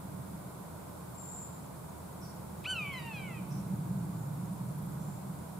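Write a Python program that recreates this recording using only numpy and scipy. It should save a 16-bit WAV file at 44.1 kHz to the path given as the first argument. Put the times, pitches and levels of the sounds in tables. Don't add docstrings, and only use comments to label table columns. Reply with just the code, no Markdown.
import sys
import numpy as np
from scipy import signal
from scipy.fft import rfft, irfft
from scipy.io import wavfile
from scipy.ndimage import uniform_filter1d

SR = 44100
rng = np.random.default_rng(int(sys.argv[2]) if len(sys.argv) > 2 else 0)


def pcm_store(signal):
    levels = np.round(np.clip(np.atleast_2d(signal), -1, 1) * 32767)
    wavfile.write(sys.argv[1], SR, levels.astype(np.int16).T)


N = 246519
TIME = np.arange(N) / SR

# frequency in Hz, relative level in dB.
ENGINE_SPECTRUM = [(30, -46), (50, -23), (70, -41), (95, -21), (115, -1.5), (145, 0), (194, 1),
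                   (215, -11.5), (250, -21.5), (300, -16), (400, -29), (800, -60.5)]
# time of the peak in seconds, boost in dB, rise and fall in seconds.
ENGINE_SWELLS = [(.38, 6, .5, 0.15), (3.95, 12.3, 1.1, 1.85), (4.9, 3, 0.069, 0.085)]
# frequency in Hz, relative level in dB.
RUSH_SPECTRUM = [(20, -30), (35, -14), (50, -2.5), (100, 2.5), (300, 1.5), (420, -1), (620, 0), (800, -2),
                 (960, .5), (1250, -7.5), (1500, -9), (1750, -21), (2300, -20), (2800, -30), (7000, -54)]
# frequency in Hz, likeness from 0 to 1 (the same).
RUSH_LIKENESS = [(60, 1), (200, 0.04), (330, 0), (700, 0.18), (1200, 0.24), (3000, 0.08)]
# start in seconds, length in seconds, lowest pitch in Hz,
# height of the trill in Hz, trills per second, pitch wobble in Hz, level in dB.
BIRD_CHIRPS = [(1.141, .014, 7400, 60, 100, 15, -57), (1.174, .03, 7380, 100, 95, 22, -51.5),
               (1.196, 0.12, 7150, 390, 52, 30, -49.5), (1.301, 0.13, 7120, 580, 96, 51, -48.5),
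               (2.207, 0.056, 4950, 950, 120, 310, -57), (3.503, 0.033, 5190, 892, 120, 280, -56.5),
               (4.09, .15, 6950, 280, 100, 55, -69), (4.989, 0.17, 7180, 400, 88, 86, -64),
               (4.994, .059, 5950, 300, 140, 60, -69)]
# time in seconds, pitch in Hz.
MEW_TUNE = [(2.642, 883), (2.658, 1242), (2.674, 1491), (2.704, 1523), (2.724, 1519), (2.756, 1385),
            (2.804, 1244), (2.858, 1147), (2.9, 1133), (3.006, 945), (3.084, 919.5), (3.184, 801),
            (3.274, 734), (3.298, 695), (3.402, 591), (3.43, 531.0)]
# time in seconds, boost in dB, time to swell or fade in seconds.
MEW_PUSHES = [(2.709, 13, 0.043), (2.79, 3.5, 0.024), (3.09, 4, 0.028)]
# time in seconds, boost in dB.
MEW_BRIGHTNESS = [(2.7, -3.5), (2.82, -1), (2.905, -9), (2.935, 10.5), (3.04, 7.5), (3.105, -2),
                  (3.15, 17.5), (3.27, 0), (3.4, 12)]
# frequency in Hz, gain in dB.
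THROAT_GAIN = [(1300, -21.5), (1800, -22), (2050, -5.5), (2500, 1), (3050, -6.5), (3500, -16.5),
               (4200, -11.5), (5100, -15), (6200, -9.5), (7600, 1.5), (9200, 11), (10500, -38)]
# time of the first in seconds, number of rasps, spacing in seconds,
# level in dB, centre frequency in Hz.
HIGH_RASPS = [(2.862, 4, .068, -59.5, 12200), (4.532, 2, 0.13, -61, 9700), (4.785, 5, .039, -60, 11720)]
# frequency in Hz, relative level in dB.
HISS_SPECTRUM = [(1000, 2.5), (2900, -5.5), (3600, -2.5), (5000, -4), (6200, -5), (7200, 0.5), (9500, 2.5),
                 (12000, 0.5), (12750, 0.5), (13000, 2.5), (13250, -0.5), (15500, -2.5)]


def amp(db):
    return 10 ** (np.asarray(db) / 20)


def unit(x):
    return x / np.sqrt(np.mean(x ** 2) + 1e-20)


def at_hz(points, hz):
    f, value = np.transpose(points)
    return np.interp(np.log(hz + 1), np.log(f + 1), value)


def add(mix, s, sound):
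    part = mix[round(s * SR):][:len(sound)]
    part += sound[:len(part)]


def wander(size, rate_hz):
    hz = np.fft.rfftfreq(N, 1 / SR)
    return unit(irfft(rfft(rng.standard_normal(N)) / (1 + (hz / rate_hz) ** 4), N))[:size]


def band_noise(size, hz, width_hz):
    turn = 2 * np.pi * hz * np.arange(size) / SR
    return wander(size, width_hz / 2) * np.cos(turn) + wander(size, width_hz / 2) * np.sin(turn)


def stereo_noise(spectrum, likeness):
    hz = np.fft.rfftfreq(N, 1 / SR)
    same = np.clip(at_hz(likeness, hz) if np.ndim(likeness) else likeness, 0, 1)
    mid, side = rfft(rng.standard_normal((2, N))) * amp(at_hz(spectrum, hz))
    mid, side = mid * np.sqrt(1 + same), side * np.sqrt(1 - same)
    return unit(irfft(np.array([mid + side, mid - side]), N))


def engine(drone_db=-49.5, hum_db=-57.5, hum_hz=81.85, waver_hz=3.27, throb=0.38):
    swell_db = sum(db * np.exp(-((TIME - s) / np.where(TIME < s, rise, fall)) ** 2)
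                   for s, db, rise, fall in ENGINE_SWELLS)
    drone = amp(drone_db + swell_db) * stereo_noise(ENGINE_SPECTRUM, likeness=0.97)
    hum = np.sin(2 * np.pi * np.cumsum(hum_hz + waver_hz * wander(N, 6.5)) / SR)
    return drone + amp(hum_db) * unit(hum * (1 + throb * wander(N, 8.6)))


def country_rush(level_db=-49):
    return amp(level_db) * stereo_noise(RUSH_SPECTRUM, RUSH_LIKENESS)


def small_birds(uneven=0.119, throb=0.33):
    out = np.zeros(N)
    for s, length, low_hz, height_hz, rate, wobble_hz, db in BIRD_CHIRPS:
        size = int(length * SR)
        trill = 2 * np.pi * np.cumsum(rate * (1 + uneven * wander(size, 58))) / SR
        flick = np.sin(trill / 2) ** 2
        pitch = low_hz + height_hz * flick + wobble_hz * wander(size, 127)
        tone = np.sin(2 * np.pi * np.cumsum(pitch) / SR)
        add(out, s, amp(db) * unit(tone * (1 - throb * flick) * signal.windows.tukey(size, .3)))
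    return out


def tree_echoes(sound, fade_s, build_s):
    t = np.arange(SR) / SR
    echoes = rng.standard_normal((2, SR)) * (rng.random((2, SR)) < 3000 / SR)
    echoes *= amp(-60 * t / fade_s) * (1 - np.exp(-(t / build_s) ** 2))
    echoes /= np.linalg.norm(echoes, axis=1, keepdims=True)
    return signal.fftconvolve(sound[None], echoes, axes=1)[:, :N]


def ticks(first_s=1.198, every_s=.2328, level_db=-57, pitch_hz=6950, width_s=0.00146):
    out = np.zeros(N)
    t = np.arange(500) / SR
    from_middle = (t - t.mean()) / width_s
    shape = np.exp(-from_middle ** 2 / 2)
    times = np.arange(first_s, N / SR, every_s)
    for s, (softer_db, higher) in zip(times, rng.standard_normal((len(times), 2))):
        pitch = pitch_hz + 120 * higher - 300 * from_middle
        tone = np.sin(2 * np.pi * np.cumsum(pitch) / SR)
        add(out, s - t.mean(), amp(level_db - softer_db) * shape * tone)
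    return out


def opening_squeak(start_s=2.638, squeak_s=.017, squeak_db=-48, scratch_s=0.064, scratch_db=-56):
    size, scratch_size = int(squeak_s * SR), int(scratch_s * SR)
    pitch = np.linspace(2050, 3600, size) * (1 + 0.048 * wander(size, 400))
    squeak = np.sqrt(2) * np.sin(2 * np.pi * np.cumsum(pitch) / SR) * np.hanning(size)
    scratch = band_noise(scratch_size, hz=3600, width_hz=3000) * np.hanning(scratch_size)
    out = np.zeros(N)
    add(out, start_s, amp(squeak_db) * squeak)
    add(out, start_s + squeak_s - scratch_s / 2, amp(scratch_db) * scratch)
    return out


def mew_effort_db(t, held_db=-42.6):
    return held_db + sum(db * np.exp(-((t - s) / width) ** 2) for s, db, width in MEW_PUSHES)


def narrow_dip_db(hz, centre_hz=2822, half_width_hz=24, depth_db=14):
    return -depth_db / (1 + ((hz - centre_hz) / half_width_hz) ** 2)


def buzzard_mew(catch_at_s=2.967, catch_s=.015, shimmer=0.17, attack_s=0.019, release_s=0.053):
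    times, tune_hz = np.transpose(MEW_TUNE)
    start, end = times[0], times[-1]
    t = np.arange(start, end, 1 / SR)
    pitch = uniform_filter1d(np.interp(t, times, tune_hz), size=480, mode="nearest")
    catch = (t - catch_at_s) / catch_s
    pitch += 41.95 * catch * np.exp(-catch ** 2)
    jitter = 0.0031 + 0.075 * np.exp(-((t - start) / 0.016) ** 2)
    phase = 2 * np.pi * np.cumsum(pitch * (1 + jitter * wander(len(t), 350))) / SR
    effort_db = mew_effort_db(t)
    fade_db = effort_db - effort_db.max()
    hoarseness = 0.36 * (1 - amp(fade_db))
    bright_db = np.interp(t, *np.transpose(MEW_BRIGHTNESS))
    lowest_db = -11 - 51 * np.maximum(np.log2(880 / pitch), 0)
    voice = amp(lowest_db) * np.sin(phase)
    for k in range(2, 9):
        hz = k * pitch
        high = np.clip((hz - 2700) / 1000, 0, 1)
        waver = shimmer + hoarseness * high ** 3
        flutter = np.exp(waver * wander(len(t), 61) - waver ** 2)
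        overtone = flutter * np.sin(k * phase + waver * wander(len(t), 100))
        top_db = 0.38 * fade_db * np.maximum((hz - 5800) / 1000, 0)
        overtone_db = 2 - 7.5 * (k - 2) + bright_db * high + top_db
        voice += amp(overtone_db + at_hz(THROAT_GAIN, hz) + narrow_dip_db(hz)) * overtone
    voice *= 1 + amp(-28) * wander(len(t), 600)
    fade_in_out = np.clip((t - start) / attack_s, 0, 1) * np.clip((end - t) / release_s, 0, 1)
    out = np.zeros(N)
    add(out, start, np.sqrt(2) * amp(effort_db) * voice * fade_in_out)
    return out


def rasps(length_s=.022, width_hz=3200):
    out, size = np.zeros(N), int(length_s * SR)
    for first, count, spacing, db, hz in HIGH_RASPS:
        for s in first + spacing * np.arange(round(count)):
            add(out, s - length_s / 2, amp(db) * band_noise(size, hz, width_hz) * np.hanning(size))
    return out


def scene(echo_s=0.042, echo_db=-23):
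    mew, chirps = buzzard_mew() + opening_squeak(), small_birds()
    mew_band = signal.sosfilt(signal.butter(2, (1900, 5200), "bandpass", fs=SR, output="sos"), mew)
    near = mew + amp(-9.5) * tree_echoes(mew_band, fade_s=1.35, build_s=0.0055)
    near += amp(echo_db) * np.interp(TIME - echo_s, TIME, mew)
    far = amp(-7.5) * chirps + tree_echoes(chirps, fade_s=0.57, build_s=0.002)
    lean_left, lean_right = amp([[.6], [-.6]]), amp([[-.8], [.8]])
    return near + far * lean_left + ticks() + rasps() + (engine() + country_rush()) * lean_right


def record(dry, hiss_db=-55.5, cutoff_hz=15620):
    hiss = amp(hiss_db) * stereo_noise(HISS_SPECTRUM, likeness=0.033) * amp([[-.35], [.35]])
    lowpass = signal.firwin(801, cutoff_hz, window=("kaiser", 9), fs=SR)
    return signal.oaconvolve(dry + hiss, lowpass[None], "same")


dry = scene()
out = record(dry)
pcm_store(out)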